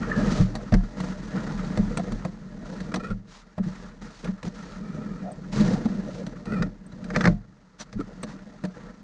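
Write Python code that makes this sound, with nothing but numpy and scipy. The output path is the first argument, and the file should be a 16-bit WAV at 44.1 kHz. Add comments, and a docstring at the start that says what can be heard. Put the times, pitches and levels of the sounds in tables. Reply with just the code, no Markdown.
"""Sled runners grind and hiss over packed snow on a forest road, pulled by two dogs and heard from the sled.
Friction is filtered random grains of breaking snow; their chatter drives damped modes of deck and frame.
Bumps are pulse trains that boom in the deck and rock the load. Short narrow bands of rough noise are
snow groans and squeaks, the hollow bodies of two knocks and a high brushing rub. The frame creaks by
stick-slip, and knocks and cracks as rasps drive its modes; towline fittings tick and clink in faint air."""
import sys
import numpy as np
from scipy import signal
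from scipy.fft import rfft, irfft, next_fast_len
from scipy.io import wavfile

SR = 44100
rng = np.random.default_rng(int(sys.argv[2]) if len(sys.argv) > 2 else 0)


def int16_out(signal):
    """Quantize to a 16-bit WAV file."""
    q = np.round(np.clip(np.atleast_2d(signal).T, -1, 1) * 32767)
    wavfile.write(sys.argv[1], SR, q.astype(np.int16))


N = 398223
T = np.arange(N) / SR  # time in s

# modes of the deck: f/Hz, width/Hz, relative level/dB
DECK_MODES = [(137.4, 3.4, -3.5), (157.9, 13.2, 3.5), (184.8, 12.4, 12), (206.1, 8.9, 8), (266, 17, -24)]
# modes of the hollow frame: f/Hz, width/Hz, relative level/dB
FRAME_MODES = [(295.5, 43, 6), (480.2, 59.6, 6.5), (596.7, 19.2, 7), (703, 4.9, -1)]
# modes of the runners: f/Hz, width/Hz, relative level/dB
RUNNER_MODES = [(1336, 216, 6.3), (1668, 37, 4), (1830, 46, 3.2)]
# modes of the tubes: f/Hz, width/Hz, relative level/dB
TUBE_MODES = [(3953, 120, -0.84), (4400, 160, -0.69), (5920, 170, -2.5)]
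# rocking of the load on its springy frame: f/Hz, width/Hz, relative level/dB
ROCK_MODES = [(36, 7, 0)]
# spectrum of a dry snap: f/Hz, relative level/dB per Hz
SNAP_SPECTRUM = [(300, 11.5), (1900, 13.5), (3100, 5), (4400, 5.5), (9000, -8), (12000, -63)]


def gain_of(db):
    """Level to amplitude: 20 dB is a factor of ten."""
    return 10 ** (np.asarray(db) / 20)


def evened(x):
    """Normalises the mean power: rms 1."""
    return x / np.sqrt(np.mean(x ** 2) + 1e-20)


def peaked(x):
    """Normalises the greatest excursion: peak 1."""
    return x / (abs(x).max() + 1e-20)


def add(mix, s, sound):
    """Superposes a sound from time s on, or from 0 if s is negative."""
    part = mix[max(round(s * SR), 0):][:len(sound)]
    part += sound[:len(part)]


def colour(x, points, size=4096):
    """Minimum-phase filtering: the given spectrum from a causal response, so that attacks stay sharp."""
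    hz, db = np.transpose(points)
    log_hz = np.log(abs(np.fft.fftfreq(size, 1 / SR)) + 1)
    log_gain = np.log(gain_of(np.interp(log_hz, np.log(hz), db)))
    # the phase follows from the log gain by the Hilbert transform
    taps = np.fft.ifft(np.exp(np.conj(signal.hilbert(log_gain)))).real
    return signal.oaconvolve(x, taps[:size // 2])[:len(x)]


def ring(x, modes, size=12000):
    """Modal resonance: the force x drives damped modes; above the top mode inertia limits the motion."""
    t = np.arange(size) / SR
    response = np.zeros(size)
    for hz, width, db in modes:
        decay = np.exp(-np.pi * width * t)
        response += gain_of(db) * width * decay * np.cos(2 * np.pi * hz * t)
    inertia = signal.butter(2, min(1.5 * modes[-1][0], SR / 3), fs=SR)
    return signal.oaconvolve(x, signal.lfilter(*inertia, response))[:len(x)]


def rattle(x, size=1500):
    """High modal density: many close, short-lived upper modes smear each click and comb its spectrum."""
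    decay_s = 0.005
    tail = rng.standard_normal(size) * np.exp(-np.arange(size) / SR / decay_s)
    response = gain_of(-4) * tail / np.sqrt(decay_s * SR / 2)
    response[0] = 1  # the direct click
    return signal.oaconvolve(x, response / np.linalg.norm(response))[:len(x)]


def wander(fast_hz, size=N):
    """Band-limited random process, about rms 1, with changes mostly near and below fast_hz."""
    span = next_fast_len(max(size, SR))
    ratio = np.fft.rfftfreq(span, 1 / SR) / fast_hz
    spectrum = rfft(rng.standard_normal(span)) * ratio / (1 + ratio ** 4)
    return evened(irfft(spectrum, span))[:size]


def grains(per_s, spread_db):
    """Shot noise of snow crystals giving way: random clicks, a few of them much larger."""
    height = gain_of(spread_db * np.minimum(rng.exponential(1, N), 4))
    return evened(height * rng.choice([-1., 1.], N) * (rng.random(N) < per_s / SR))


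def shifting(force, modes):
    """Moving excitation: the contact point shifts along the runner, so the driven modes take turns."""
    return evened(sum(ring(force, [mode]) * gain_of(3.5 * wander(fast_hz=9)) for mode in modes))


def ride():
    """Incoherent sources add in power: glide, scrapes and swishes give boom, grinding and hiss amplitudes."""
    # glide under everything: t/s, deck boom level/dB (lowered in runners), grinding level/dB
    glide = [(0.0, -24, -48), (0.9, -37, -52), (1.6, -29, -45), (2.1, -29, -48.5), (2.4, -40.5, -57.5),
             (2.95, -29, -53), (3.24, -47, -66.5), (3.499, -55.5, -61.5), (3.8, -43.5, -59.5),
             (4.451, -51, -57.5), (4.96, -30, -53), (5.41, -37, -56.5), (5.8, -26, -47), (6.08, -30.5, -51),
             (6.8, -43.5, -62.5), (7.27, -25.5, -48.5), (7.41, -48.5, -65.5), (7.749, -55, -64),
             (8.1, -39.5, -56), (9.03, -46.5, -60)]
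    # runners bite as the dogs pull: t/s, length/s, grinding level/dB, boom and hiss relative to it/dB
    scrapes = [(0.0, 0.26, -42.5, 3, -11), (0.152, 0.26, -39.5, 21, -6), (0.971, 0.14, -45.5, 16, -3.5),
               (1.323, 0.21, -43.5, 15, -10.5), (2.642, 0.22, -50, -9, -4), (3.628, 0.26, -49.5, 6, -5),
               (4.009, 0.071, -48.5, 12, -4.5), (4.228, 0.068, -46, 16, -9), (4.44, 0.03, -47, 25.5, -0.5),
               (4.533, 0.25, -50.5, 10.5, -3.5), (5.516, 0.095, -45, 17, 3.5), (5.558, 0.19, -39, 22, -2.5),
               (6.467, 0.21, -51.5, 26.5, -9.5), (7.127, 0.16, -38.5, 6, -10), (8.266, 0.058, -46, 3, -7),
               (8.736, 0.16, -50.5, 11, -12)]
    # loose snow swishes aside: t/s at the middle, length/s at half amplitude, hiss level/dB
    swishes = [(0.355, 0.17, -40.5), (3.35, 0.11, -52), (4.18, 0.17, -54), (6.166, 0.11, -53),
               (7.814, 0.036, -41.5)]
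    glide_hiss_db = -5.5  # loose snow hisses in step with the grinding
    bite_s, sag_db_per_s, release_s = 0.013, 11, 0.021  # quick onset, easing off, dying away
    swish_boom_db, swish_grind_db = -4, -7.5  # a swish also stirs the deck and grazes the packed snow
    s, boom_db, grind_db = np.transpose(glide)
    levels = (boom_db, grind_db, grind_db + glide_hiss_db)
    power = np.array([gain_of(np.interp(T, s, db)) for db in levels]) ** 2
    for start, length, db, boom_db, hiss_db in scrapes:
        t = np.arange(0, length + 6 * release_s, 1 / SR)
        release = np.exp(-np.maximum(t - length, 0) / release_s)
        push = np.minimum(t / bite_s, 1) * gain_of(db - sag_db_per_s * t) * release
        for layer, share_db in zip(power, (boom_db, 0, hiss_db)):
            add(layer, start, (gain_of(share_db) * push) ** 2)
    for middle, length, db in swishes:
        swell = gain_of(db) * signal.windows.hann(round(2 * length * SR))
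        for layer, share_db in zip(power, (swish_boom_db, swish_grind_db, 0)):
            add(layer, middle - length, (gain_of(share_db) * swell) ** 2)
    return np.sqrt(power)


def runners():
    """Friction noise: snow breaks in clumps and shakes the modes of deck and frame; loose snow hisses."""
    # grinding of packed snow: f/Hz, relative level/dB per Hz
    crunch_spectrum = [(450, -3.5), (1900, -5.5), (2800, -28.5), (5000, -31.5), (11000, -66.5)]
    # hiss of loose snow: f/Hz, relative level/dB per Hz
    powder_spectrum = [(200, -12.5), (900, 7.5), (2100, 3), (3100, 0.5), (4100, 3), (6700, -0.5),
                       (10000, -22), (12000, -57)]
    hiss_tube_db = -11  # how much the sliding snow rings the tubes
    boom, grind, hiss = ride()
    grip = wander(fast_hz=31.0)  # the runners catch and let go
    shake = evened(ring(rng.standard_normal(N) * gain_of(2 * grip), DECK_MODES))
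    rocking = evened(ring(rng.standard_normal(N), ROCK_MODES))
    sway = gain_of(-13.0 - 1.04 * T) * boom ** .5 * grind ** 0.21 * rocking  # the load slowly settles
    breaks = grains(per_s=3000, spread_db=1.5) * gain_of(2 * grip)
    # the frame joins runners and deck
    hollow = gain_of(-5.0) * np.sqrt(boom * grind) * shifting(breaks, FRAME_MODES)
    crumbs = grains(per_s=3200, spread_db=4.5) * gain_of(0.75 * grip)
    crunch = gain_of(-2.5) * evened(rattle(colour(crumbs, crunch_spectrum)))
    scrape = gain_of(-2.5) * shifting(breaks, RUNNER_MODES) + crunch
    loose = grains(per_s=18000, spread_db=5.0) * gain_of(1.03 * grip)
    powder = evened(colour(loose, powder_spectrum))
    powder += gain_of(hiss_tube_db) * shifting(breaks, TUBE_MODES)
    return gain_of(-3.0) * boom * shake + sway + hollow + grind * scrape + hiss * powder


def air():
    """Stationary broadband noise: the faint steady rush of the winter forest."""
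    # f/Hz, relative level/dB per Hz
    air_spectrum = [(200, 11.5), (1500, -37.5), (5500, -23), (11000, -55)]
    return gain_of(-70.5) * evened(colour(rng.standard_normal(N), air_spectrum))


def creaks():
    """Stick-slip: a strained joint slips unevenly; each slip snaps and rings four wood modes that bend."""
    # t/s, rms level/dB, f/Hz of the main mode, length/s, top wood mode relative level/dB
    creak_events = [(0.0, -41.5, 1292, 0.46, -25), (2.914, -43, 1250, 0.011, -16),
                    (2.995, -42.5, 1320, 0.023, -14), (3.025, -40, 1352, 0.06, -13),
                    (3.079, -40.5, 1410, 0.051, -25), (4.643, -53, 1315, 0.73, -13),
                    (6.463, -39.5, 1357, 0.19, -12.5), (7.144, -33.5, 1283, 0.024, 3),
                    (7.986, -41, 1350, 0.03, -28)]
    slips_per_s = 450  # before its random variation
    width_hz = 154  # of each wood mode
    low_db, middle_db = -1.5, 4  # lowest mode relative to the main one, middle mode above the top one
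    grit_db = -8  # dry grit of the slips, relative to the main mode
    bend = 0.0174  # share by which the pitch wanders with the strain
    out = np.zeros(N)
    for s, db, hz, length, top_db in creak_events:
        size = round(length * SR)
        pace = slips_per_s * gain_of(4 * wander(fast_hz=150, size=size))
        strength = gain_of(4 * rng.standard_normal(size) + 2 * wander(fast_hz=40, size=size))
        # a slip falls wherever the running count reaches a whole number
        slips = np.diff(np.floor(np.cumsum(pace) / SR), prepend=-1) * strength
        force = np.pad(slips * np.hanning(size + 2)[1:-1] ** .25, (0, SR // 40))
        wood = gain_of(grit_db) * evened(rattle(colour(force, SNAP_SPECTRUM)))
        for ratio, mode_db in [(0.35, low_db), (1, 0), (1.39, top_db + middle_db), (1.82, top_db)]:
            mode = [(ratio * hz, width_hz, 0)]
            wood = wood + gain_of(mode_db) * evened(ring(ring(force, mode), mode))
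        # reading the sound at a varying speed bends its pitch
        strain = 1 + bend * wander(fast_hz=10.0, size=len(wood))
        bent = np.interp(np.cumsum(strain), np.arange(len(wood)), wood)
        add(out, s, gain_of(db) * evened(bent))
    return out


def rough_bands():
    """Narrow-band noise: slow random amplitudes on a sinking carrier make a rough tone that swells and fades."""
    # snow groans and squeaks, the hollow bodies of two knocks (1.996 s, 8.007 s), a high brushing rub (7.811 s):
    # t/s at the middle, level/dB, f/Hz at the middle, length/s at half amplitude
    band_events = [(0.119, -23.5, 1720, 0.0072), (0.11, -40, 1700, 0.17), (0.581, -47, 680, 0.063),
                   (1.996, -29.5, 679, 0.018), (5.287, -38.5, 640, 0.079), (5.69, -44, 580, 0.099),
                   (5.763, -38.5, 720, 0.063), (6.09, -38.5, 530, 0.035), (6.202, -36, 512, 0.05),
                   (7.811, -45.5, 5940, 0.024), (8.007, -28, 292, 0.029)]
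    width_hz, sag_hz_per_s = 147, 600
    out = np.zeros(N)
    for s, db, hz, length in band_events:
        swell = signal.windows.hann(round(2 * length * SR))
        t = np.arange(len(swell)) / SR - length
        lowpass = signal.butter(2, width_hz / 2, fs=SR)
        rough = signal.lfilter(*lowpass, rng.standard_normal((2, SR)))[:, -len(t):]
        turn = 2 * np.pi * np.cumsum(hz - sag_hz_per_s * t) / SR
        band = rough[0] * np.cos(turn) + rough[1] * np.sin(turn)
        add(out, s - length, gain_of(db) * swell * evened(band))
    return out


def bumps(size=16000):
    """Forced vibration: a runner slips a few times in a row and booms the deck; the shove rocks the load."""
    # t/s, boom level/dB before the common gain, chatter f/Hz, rocking relative to the boom/dB
    bump_events = [(0.394, -18, 156, -2.5), (0.723, -20.5, 233.5, 3), (0.746, -25, 187, 4.5),
                   (1.781, -21.5, 210, -8), (2.119, -30, 217, -3.5), (3.098, -31, 193, -1.5),
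                   (3.587, -25.5, 203, -16), (3.656, -29.5, 163, -14), (4.277, -29, 202, -17),
                   (5.847, -24, 239, -40), (5.977, -28, 199, -31), (6.594, -23, 186.6, -12),
                   (7.16, -25.5, 218, -27), (7.263, -20.5, 187, -7), (7.29, -20.5, 163.6, -18.5),
                   (7.949, -34, 206, -3.5)]
    # thud of the load against the deck: f/Hz, width/Hz, relative level/dB
    thud_modes = [(111.4, 6, 0)]
    thud_db = -5.5  # relative to the rocking
    judder_s = 0.029  # how long a runner chatters on a bump
    out, t = np.zeros(N), np.arange(size) / SR
    load = np.sin(np.pi * np.minimum(t / judder_s, 1))
    shove = t * np.exp(-t / 0.021)
    thud = peaked(ring(np.diff(shove, prepend=0), thud_modes))
    rocking = peaked(ring(shove, ROCK_MODES)) + gain_of(thud_db) * thud
    for s, db, hz, rock_db in bump_events:
        slips = load * np.exp(5.6 * np.cos(2 * np.pi * hz * t))  # narrow pulses at the chatter rate
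        boom = peaked(ring(slips, DECK_MODES))
        add(out, s, gain_of(db) * (boom + gain_of(rock_db) * rocking))
    return gain_of(9.5) * out  # common gain


def rasp(rise_s, slip_s, size=6000):
    """Transient friction: a joint lets go in a few milliseconds of rough slipping, with a faint tail."""
    t = np.arange(size) / SR
    decay = np.exp(-t / slip_s) + gain_of(-35.0) * np.exp(-t / 0.024)
    return rng.standard_normal(size) * (1 - np.exp(-t / rise_s)) * decay


def blow():
    """Modal response to a rasp: hollow frame and deck, the runners, and a dry snap that rings the tubes."""
    rise_s, slip_s = 0.0013, 0.0079  # a loose joint rasps a little longer than a tight one
    snap_slip_s = 0.0035  # the dry snap is over before the rest of the rasp
    snap_tube_db = -13  # how much a snap rings the tubes
    force = rasp(rise_s, slip_s)
    hollow = peaked(ring(force, FRAME_MODES)) + gain_of(2.0) * peaked(ring(force, DECK_MODES))
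    runner = peaked(ring(np.diff(force, prepend=0), RUNNER_MODES))  # a sharp blow favours the higher modes
    snap = peaked(rattle(colour(rasp(rise_s, snap_slip_s), SNAP_SPECTRUM)))
    snap = snap + gain_of(snap_tube_db) * peaked(ring(force, TUBE_MODES))
    return hollow, runner, snap


def knocks():
    """Impact on coupled parts: loose joints knock in the hollow frame and runners, with a dry snap."""
    # t/s, level/dB of the blow, dry snap relative to it/dB
    knock_events = [(0.552, -24.5, 1), (0.721, -17.5, -25), (0.738, -20.5, -8), (1.002, -25.5, -4),
                    (1.773, -21, -6.5), (1.993, -26.5, -9), (2.249, -23, -8.5), (2.941, -25, 5),
                    (2.965, -25, -25), (3.579, -25, -29), (4.244, -30.5, -1.5), (5.855, -25, -10),
                    (8.001, -39, -0.5), (8.637, -23.5, -13), (8.649, -30.5, 0)]
    runner_db = -10  # how much a knock rings the runners
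    out = np.zeros(N)
    for s, db, snap_db in knock_events:
        hollow, runner, snap = blow()
        add(out, s, gain_of(db) * (hollow + gain_of(runner_db) * runner + gain_of(snap_db) * snap))
    return out


def cracks():
    """Sudden release of strain: a tight joint gives way in a hard split that rings the wood around it."""
    # the strained frame cracks as the sled lurches: t/s, level/dB before the shares below
    crack_events = [(0.724, -26), (0.739, -16.5), (2.94, -20), (6.623, -18.5), (7.102, -24), (7.161, -8.5),
                    (7.208, -15), (7.241, -16), (7.254, -7), (7.273, -8.5)]
    # wood around the joint: f/Hz, width/Hz, relative level/dB
    joint_modes = [(1240, 170, 14), (1730, 79, -16), (1864, 41, 0)]
    # splitting sound: f/Hz, relative level/dB per Hz
    split_spectrum = [(900, -20.5), (1300, 1.5), (1950, 1.5), (2900, -21), (4200, -11.5), (6500, -19.5),
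                      (9000, -37), (12000, -80)]
    hollow_db, joint_db, split_db = -7.5, -10, -2.5
    out = np.zeros(N)
    for s, db in crack_events:
        hollow = blow()[0]
        force = rasp(rise_s=0.00033, slip_s=0.0044)
        wood = peaked(ring(force, joint_modes))
        split = peaked(rattle(colour(force, split_spectrum)))
        crack = gain_of(hollow_db) * hollow + gain_of(joint_db) * wood + gain_of(split_db) * split
        add(out, s, gain_of(db) * crack)
    return out


def ticks():
    """Transmitted impact: the towline fittings snap taut, and the frame answers with a hollow share."""
    # t/s, level/dB of the snap
    tick_events = [(1.972, -23), (2.12, -29), (2.803, -31), (2.958, -25), (4.429, -30.5), (6.265, -31),
                   (6.455, -33.5), (7.041, -35), (7.927, -34), (8.232, -24.5)]
    hollow_db = -4
    out = np.zeros(N)
    for s, db in tick_events:
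        hollow, _, snap = blow()
        add(out, s, gain_of(db) * (snap + gain_of(hollow_db) * hollow))
    return out


def clinks():
    """Impulse response: the steel hook on the towline is tapped and rings briefly."""
    # t/s, peak level/dB
    clink_events = [(1.973, -31), (5.319, -42.5), (6.865, -49), (8.23, -34)]
    # f/Hz, width/Hz, relative level/dB
    hook_modes = [(8200, 85, 15)]
    out = np.zeros(N)
    tap = peaked(ring(signal.unit_impulse(SR // 4), hook_modes))
    for s, db in clink_events:
        add(out, s, gain_of(db) * tap)
    return out


def scene():
    """Superposition of direct sound: everything is close and dry, since snow gives no echo."""
    steady_and_rough = runners() + air() + creaks() + rough_bands()
    blows = bumps() + knocks() + cracks() + ticks() + clinks()
    return (steady_and_rough + blows)[None]


def record(dry):
    """Band limits and soft saturation: sheds the deepest rumble, rounds off hard blows, cuts the top."""
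    x = signal.sosfilt(signal.butter(2, 24, "highpass", fs=SR, output="sos"), dry)
    x = .75 * np.tanh(x / .75)
    edge_hz = 11600
    lowpass = signal.firwin(255, edge_hz, window=("kaiser", 7), fs=SR)
    return signal.oaconvolve(x, lowpass[None], "same")


dry = scene()
out = record(dry)
int16_out(out)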